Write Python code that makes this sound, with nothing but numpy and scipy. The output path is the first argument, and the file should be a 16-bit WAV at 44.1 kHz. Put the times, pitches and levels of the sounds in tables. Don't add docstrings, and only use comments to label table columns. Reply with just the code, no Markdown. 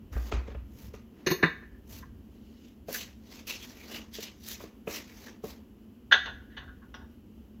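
import sys
import numpy as np
from scipy import signal
from scipy.fft import rfft, irfft, next_fast_len
from scipy.io import wavfile
from scipy.ndimage import uniform_filter1d

SR = 44100
rng = np.random.default_rng(int(sys.argv[2]) if len(sys.argv) > 2 else 0)


def master_out(mix):
    frames = np.transpose(np.atleast_2d(mix))
    ceiling = np.clip(frames, -1, 1)
    pcm = np.round(ceiling * 32767).astype(np.int16)
    wavfile.write(sys.argv[1], SR, pcm)


N = 335160

# (full level reached at [s], build-up [s], slide [s], level [dB], low drag against
# the rub [dB], fine grit against the rub [dB]); the row at 0.32 s is instead the noisy tail of the heel knock
SOLE_STROKES = [(.13, 0.015, .16, -60.5, 7.5, 0.5), (.32, 0.0074, 0.0033, -46.5, 8, -24),
                (0.481, 0.032, 0.01, -63.5, 14, -24), (.26, .03, 0.016, -60, -12, -10),
                (.79, 0.13, .08, -64.5, 3, 4), (0.938, 0.007, .002, -58, 0, -7),
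                (1.201, 0.14, 0.084, -74, 13, -16), (1.908, 0.048, 0.077, -58.5, 0, 4),
                (2.46, 0.34, .12, -72, -8, -10.5), (2.65, 0.13, 0.034, -64.5, -14, -10),
                (2.89, 0.019, .02, -51, 1, -1), (2.933, 0.026, 0.033, -39.5, -11.5, 1),
                (2.999, 0.023, 0.019, -43.5, -12, -6), (3.32, 0.11, 0.079, -55, -3, -7.5),
                (3.475, 0.012, 0.021, -45, -9, -0.5), (3.502, .03, .04, -41, -12.5, -8.5),
                (3.63, 0.037, .005, -46, -10.5, -5.5), (3.66, .02, 0.18, -57.5, -1, -5),
                (3.92, 0.13, 0.059, -48, -1, -5), (4.148, 0.025, 0.0038, -42, -17, -6),
                (4.23, 0.055, 0.0039, -40.5, -11.5, -6), (4.49, 0.082, 0.042, -44, -13, -1.5),
                (4.599, 0.017, 0.031, -54.5, 2, -2), (4.878, 0.014, 0.016, -55, 8.5, 5),
                (4.916, 0.034, 0.054, -42, -8.5, -4), (5.09, 0.089, 0.18, -59.5, -2, -5),
                (5.21, .05, 0.03, -60, 3, -0.5), (5.27, .03, 0.0045, -55, 1.5, -5),
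                (5.444, 0.02, 0.06, -55, 0.5, 1)]


def gain_of(db):
    return 10 ** (np.asarray(db) / 20)


def evened(x):
    return x / np.sqrt(np.mean(x ** 2) + 1e-20)


def read(points, hz):
    f, value = np.transpose(points)
    return np.interp(np.log(hz + 1), np.log(f + 1), value)


def add(mix, s, sound):
    part = mix[round(s * SR):][:len(sound)]
    part += sound[:len(part)]


def resonate(x, hz, width):
    turn = np.exp(2j * np.pi * hz * np.arange(len(x)) / SR)
    r = np.exp(-np.pi * width / SR)
    smooth = signal.lfilter([1 - r], [1, -r], x / turn)
    return 2 * (turn * smooth).real


def coloured(x, points):
    size = next_fast_len(len(x))
    gains = gain_of(read(points, np.fft.rfftfreq(size, 1 / SR)))
    return evened(irfft(rfft(x, size) * gains, size)[:len(x)])


def strikes(events, modes, dull_hz, sharp_hz, minor_db, minor_t60, rise, chatter_db, chatter_t60,
            count=240, size=8):
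    out, t = np.zeros(N), np.arange(SR // 3) / SR
    hz, db, t60 = np.transpose(modes)
    minor_hz = np.linspace(np.sqrt(hz[0]), np.sqrt(hz[-1]), count) ** 2
    minor_hz *= np.exp(.004 * rng.standard_normal(count))
    db = np.r_[db, read(np.c_[hz, db], minor_hz) + minor_db]
    t60 = np.r_[t60, read(np.c_[hz, t60], minor_hz) * minor_t60]
    hz = np.r_[hz, minor_hz]

    soft_start = 1 - np.exp(-t / rise)
    decay = np.exp(-np.log(1000) * t / t60[:, None])
    rings = decay * np.sin(2 * np.pi * hz[:, None] * t) * soft_start / np.linalg.norm(gain_of(db))
    grit = rng.standard_normal((len(events), len(t)))
    chance = rng.random((len(events), 2, len(hz)))
    for event, g, (flip, pick) in zip(events, grit, chance):
        s, level_db, dull_db, sharp_db, best_hz, lift_db, contact, damp_db = event
        middle_hz = np.sqrt(dull_hz * sharp_hz)
        lean_db = read([(dull_hz, dull_db), (middle_hz, 0), (sharp_hz, sharp_db)], hz)
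        lean_db += lift_db * np.exp(-(np.log(hz / best_hz) / 0.13) ** 2)
        weight = np.sign(flip - .5) * gain_of(level_db + db + lean_db)
        belongs = np.floor(pick * size) == np.arange(size)[:, None]
        impacts = (weight * belongs) @ rings * gain_of(-damp_db * t)
        for k, ring in enumerate(impacts):
            add(out, s + contact * k / size, ring)
        chatter = g * gain_of(-60 * t / chatter_t60) * np.minimum(t / max(contact, 1e-3), 1)
        chatter /= np.linalg.norm(chatter)
        add(out, s, gain_of(chatter_db) * signal.fftconvolve(chatter, impacts.sum(0)))
    return out


def cupboard_lifts():
    # (time [s], level [dB], dull end [dB], sharp end [dB], favoured pitch [Hz], its lift [dB],
    # contact [s], hand damping [dB/s])
    lift_blows = [(1.263, -15.5, -4, 10, 6000, 6.5, .011, 70),
                  (1.29, -42, -15.5, -3, 2000, -5.5, 0.011, 90),
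                  (1.303, -17.5, 5.5, 12.5, 13700, 11, 0.016, 100),
                  (1.385, -38.5, 1.5, -4, 1763, 5, .03, 20), (1.426, -9, -18, -10, 4000, 5.5, 0.0062, 130),
                  (1.431, -5, -6, -14.5, 1730, 0, 0.0072, 110),
                  (1.457, -15.5, -13.5, -18, 3700, 16, 0.0079, 44),
                  (1.623, -36, -12, -22, 1730, -5, 0.0096, 15), (1.745, -53, -2, -22, 1670, 6, 0.0084, 8),
                  (2.026, -36, -21, -46, 1040, 11, 0.0084, 94)]
    # (frequency [Hz], level [dB], time to fall 60 dB [s])
    shelf_modes = [(166, -6, .14), (250, -22, .1), (366, 3, .11), (528, -14, .1), (944, -18, .1),
                   (1039, -11, .1), (1187, -15, .1), (1400, -17, .1), (1597, -10, .08), (1725, -4, .08),
                   (1790, -11, .15), (1939, -9, .1), (2255, -15, .1), (2510, -16, .1), (2850, -18, .1),
                   (3200, -34, .1), (3640, -20, .12), (4200, -20, .15), (4400, -22, .15), (5240, -32, .12),
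                   (5950, -26, .05), (6450, -28, .2), (7900, -60, .1), (9636, -44, .4), (10940, -36, .1),
                   (12500, -52, .1), (13290, -40, .25), (13850, -36, .2), (14050, -37, .2),
                   (15200, -52, .1)]
    return strikes(lift_blows, shelf_modes, dull_hz=400, sharp_hz=6000, minor_db=-7.5, minor_t60=1.0,
                   rise=0.00045, chatter_db=-9.5, chatter_t60=0.27)


def stand_sets():
    # (time [s], level [dB], dull end [dB], sharp end [dB], favoured pitch [Hz], its lift [dB],
    # contact [s], hand damping [dB/s])
    set_blows = [(6.112, -17.5, -3.5, -2.5, 1584, 1, 0.0068, 210),
                 (6.121, -8, -3.5, 2.5, 1520, 4, 0.0039, 200), (6.138, -15, 0, -3, 1600, -4, .005, 195),
                 (6.256, -29.5, 2.5, 1, 1570, -2, 0.0043, 25), (6.27, -33, 8.5, -18, 2670, 15, .008, 5),
                 (6.38, -55, 7, -8.5, 1500, 2, 0.056, 3), (6.5, -54, -1, 1.5, 1910, 13, 0.058, 3.3),
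                 (6.566, -28, -3, -5.5, 1480, -12.5, .015, 85), (6.6, -44, 8.5, -10, 3750, 4.5, 0.047, 4.4),
                 (6.678, -48.5, 4.5, -11.5, 1410, 11, .01, 6), (6.815, -50.5, 2.5, -19, 1100, 10, .02, 8),
                 (6.94, -32.5, 1.5, -7, 1650, -9, 0.0049, 99), (6.98, -49, 13, -9, 1910, -3, .05, 5)]
    # (frequency [Hz], level [dB], time to fall 60 dB [s])
    stand_modes = [(407.7, -21, 0.15), (742, -23, 0.32), (898, -17.5, 0.13), (1100, -15.5, 0.18),
                   (1283, -15, .12), (1460, -4, .15), (1531, -5, .13), (1611, -3, .09), (1670, -2, .08),
                   (1747, -8, .15), (1957, -14, .13), (2040, -15, .12), (2229, -22, .12), (2772, -13, .15),
                   (2955, -10, .17), (3290, -12, .15), (3536, -10, .16), (3675, -12, .16), (4060, -17, .15),
                   (4500, -22.5, .15), (5000, -34, 0.12), (6314, -25.5, .15), (6440, -45.5, 0.72),
                   (6720, -31.5, 0.087), (7100, -50.5, 0.081), (8900, -52.5, 0.052), (13440, -41.5, .04)]
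    return strikes(set_blows, stand_modes, dull_hz=810, sharp_hz=3556, minor_db=-7, minor_t60=0.95,
                   rise=0.00062, chatter_db=-7.5, chatter_t60=0.15)


def rim_ping():
    # (frequency [Hz], level against ping_db [dB], time to fall 60 dB [s])
    rim_tones = [(5030, -10, .3), (5600, 0, .08), (5700, 1, .09), (5800, -1, .07)]
    ping_s, ping_db = 6.941, -50
    out, t = np.zeros(N), np.arange(SR // 2) / SR
    soft_start = 1 - np.exp(-t / 0.0044)
    for hz, db, t60 in rim_tones:
        loudness = gain_of(ping_db + db - 60 * t / t60)
        add(out, ping_s, loudness * soft_start * np.sin(2 * np.pi * hz * t))
    return out


def pressure(extra_db, fade_db_per_s):
    build_db = 22
    power, t = np.zeros(N), np.arange(-SR // 2, SR // 2) / SR
    for (s, build, slide, level_db, *_), extra in zip(SOLE_STROKES, extra_db):
        rise_db = build_db * np.minimum(t, 0) / build
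        shape_db = rise_db - fade_db_per_s * np.maximum(t - slide, 0)
        first = max(SR // 2 - round(s * SR), 0)
        add(power, max(s - .5, 0), gain_of(level_db + extra + shape_db)[first:] ** 2)
    return np.sqrt(power)


def scuffs():
    # (frequency [Hz], relative level [dB])
    sole_colour = [(150, -22), (250, 5), (620, -4.5), (805, -7.5), (878, -6), (1380, -9.5), (1990, -3),
                   (4610, -3.5), (6310, -4), (7780, -12), (8790, -18.5), (11600, -14.5), (15100, -12),
                   (16200, -26)]
    # (middle [s], half length [s], pitch [Hz], level over the rub [dB])
    hollow_strokes = [(0.166, 0.027, 1580, 9), (2.5, 0.19, 2900, -2.5), (2.956, 0.011, 1700, 3),
                      (3.504, 0.064, 2680, -2), (3.622, 0.018, 3240, 0.5), (3.82, 0.035, 2300, -1),
                      (3.978, 0.068, 2830, 1.5), (4.294, 0.063, 2950, -5.5), (5.28, 0.011, 1700, 6.5)]
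    drag_db, grit_db = np.transpose(SOLE_STROKES)[4:]
    slips = evened(uniform_filter1d(rng.standard_normal(N), size=300))
    bursts = np.minimum(rng.exponential(1, N), 5)
    grits = rng.standard_normal((4, N)) * gain_of(1.8 * slips + 2.0 * bursts)
    layers = []
    for band, grit in zip([(250, 1500), (1500, 8800), (8800, 19000)], grits):
        sos = signal.butter(2, band, "bandpass", fs=SR, output="sos")
        layers.append(evened(signal.sosfilt(sos, coloured(grit, sole_colour))))
    drag, rub, hiss = layers

    _, _, z = signal.stft(rub, SR, nperseg=512)
    patches = uniform_filter1d(rng.standard_normal(z.shape), size=8, axis=0)
    patches = evened(uniform_filter1d(patches, size=8, axis=1))
    rub = evened(signal.istft(z * gain_of(2.7 * patches), SR, nperseg=512)[1][:N])

    for middle, half, hz, share_db in hollow_strokes:
        span = slice(round((middle - 2 * half) * SR), round((middle + 2 * half) * SR))
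        sung = evened(resonate(resonate(grits[3, span], hz, 300), hz, 480))
        add(rub, middle - 2 * half, gain_of(share_db) * sung * np.hanning(len(sung)))

    sound = pressure(np.zeros(len(SOLE_STROKES)), fade_db_per_s=220.5) * rub
    sound += pressure(drag_db, fade_db_per_s=147.5) * drag
    return sound + pressure(grit_db, fade_db_per_s=379.5) * hiss


def snaps():
    # (time [s], level [dB])
    grain_snaps = [(2.929, -19.5), (3.47, -38), (4.139, -34), (4.437, -43), (4.487, -19), (4.539, -35)]
    out, t = np.zeros(N), np.arange(400) / SR
    for (s, db), grit in zip(grain_snaps, rng.standard_normal((len(grain_snaps), 400))):
        click = np.diff(np.sign(grit) * np.exp(-t / 0.00068), prepend=0) / 2
        add(out, s, gain_of(db) * click)
    return out


def heel_knocks():
    # (time [s], level [dB], dull end [dB], sharp end [dB], favoured pitch [Hz], its lift [dB])
    heel_blows = [(.129, -31, -17, 1, 1790, 11), (.163, -23.5, -2.5, -3, 394, -4),
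                  (.319, -21, 0.5, 13.5, 1250, 5.5), (.478, -49.5, 18, -15, 484.4, 10.5),
                  (.547, -28.5, -4, 4.5, 540, 10), (.938, -28.5, -10.5, 5, 416, 16),
                  (2.884, -29.5, 3, 4, 536, 14.5), (4.184, -34, 4, -11, 430, 4.5),
                  (4.602, -27.5, -14, 2, 1250, 0), (4.637, -40, 13.5, 10, 400, -2),
                  (4.872, -23, 4.5, 13, 523, 7.5), (5.438, -28.5, 8.5, -18, 587, 8)]
    # (frequency [Hz], level [dB], time to fall 60 dB [s])
    heel_modes = [(195.5, -3.5, 0.066), (310, -12.5, 0.11), (430, 4.5, 0.023), (584, 1.5, 0.023),
                  (852, -9.5, 0.025), (1250, -4, 0.021), (1700, -13, 0.011), (2500, -16.5, 0.034),
                  (3260, -18, 0.0089), (4910, -43, 0.013), (7090, -47, 0.01), (11720, -59, 0.0086)]
    contact_s, damp_db_per_s = .007, 1.5
    events = [tuple(row) + (contact_s, damp_db_per_s) for row in heel_blows]
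    return strikes(events, heel_modes, dull_hz=448, sharp_hz=2510, minor_db=-5, minor_t60=0.87,
                   rise=0.0011, chatter_db=-10.5, chatter_t60=0.2, count=120)


def support_shakes():
    # (time [s], level [dB], pitch [Hz], time to fall 60 dB [s])
    sways = [(0.117, -33, 62, 0.33), (.155, -21, 59.2, 0.49), (0.333, -20, 62, 0.35), (.37, -19, 62, .2),
             (.49, -34, 62, 0.41), (0.55, -29.5, 62, 0.45)]
    out, t = np.zeros(N), np.arange(SR) / SR
    soft_start = 1 - np.exp(-t / 0.0028)
    for s, db, hz, t60 in sways:
        add(out, s, gain_of(db - 60 * t / t60) * soft_start * np.sin(2 * np.pi * hz * t))
    return out


def kitchen(x):
    # (frequency [Hz], time to fall 60 dB [s])
    room_decay = [(150, 0.13), (500, 0.15), (1500, 0.5), (4000, 0.39), (8000, 0.51), (15000, 0.4)]
    taps = np.zeros(SR)
    at = np.arange(120, SR - 20, 20)
    taps[at + rng.integers(0, 20, len(at))] = rng.choice([-1., 1.], len(at))
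    hz, t, z = signal.stft(taps, SR, nperseg=256)
    fade = gain_of(-60 * t / read(room_decay, hz)[:, None])
    tail = signal.istft(z * fade, SR, nperseg=256)[1]
    return signal.fftconvolve(x, tail / np.linalg.norm(tail))[:N]


def room_tone():
    # (frequency [Hz], relative level [dB])
    hush_colour = [(12, -90.5), (20, -45.5), (60, -10), (150, -21.5), (222, 0.5), (270, -8.5), (513, -22),
                   (624, -28.5), (2320, -41), (2990, -34), (3630, -45), (4060, -45.5), (8890, -47.5),
                   (13900, -43.5), (16000, -47)]
    # (time [s], level [dB])
    hum_swell = [(0.9, -51), (1.12, -56.5), (1.79, -59), (1.9, -50.5), (2.5, -59), (5.95, -59.5),
                 (6.08, -54.5), (7.6, -58.5)]
    hush_db, hum_hz = -53, 62
    t = np.arange(N) / SR
    flutter = evened(uniform_filter1d(rng.standard_normal(N), size=3000))
    waver = uniform_filter1d(rng.standard_normal(N), size=5000)
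    waver = evened(uniform_filter1d(waver, size=5000))
    hush = gain_of(hush_db + 0.53 * flutter) * coloured(rng.standard_normal(N), hush_colour)
    hum = evened(resonate(resonate(rng.standard_normal(N), hum_hz, 30), hum_hz, 140))
    hum_db = np.interp(t, *np.transpose(hum_swell)) + 3.0 + 1.8 * waver
    return hush + gain_of(hum_db) * hum


def scene():
    lifts = cupboard_lifts()
    sets = stand_sets() + rim_ping()
    feet = scuffs() + snaps()
    heels = heel_knocks()
    wet = gain_of(-14.0) * lifts + gain_of(-10.5) * sets + gain_of(-18.0) * feet + gain_of(-5.5) * heels
    return (lifts + sets + feet + heels + support_shakes() + kitchen(wet) + room_tone())[None]


def record(dry):
    thinned = signal.lfilter(*signal.butter(2, 40, "highpass", fs=SR), dry)
    dipped = signal.lfilter(*signal.iirnotch(8900, 4., SR), thinned)
    top_cut = signal.firwin(511, 15900, window=("kaiser", 9), fs=SR)
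    return signal.oaconvolve(dipped, top_cut[None], "same")


dry = scene()
out = record(dry)
master_out(out)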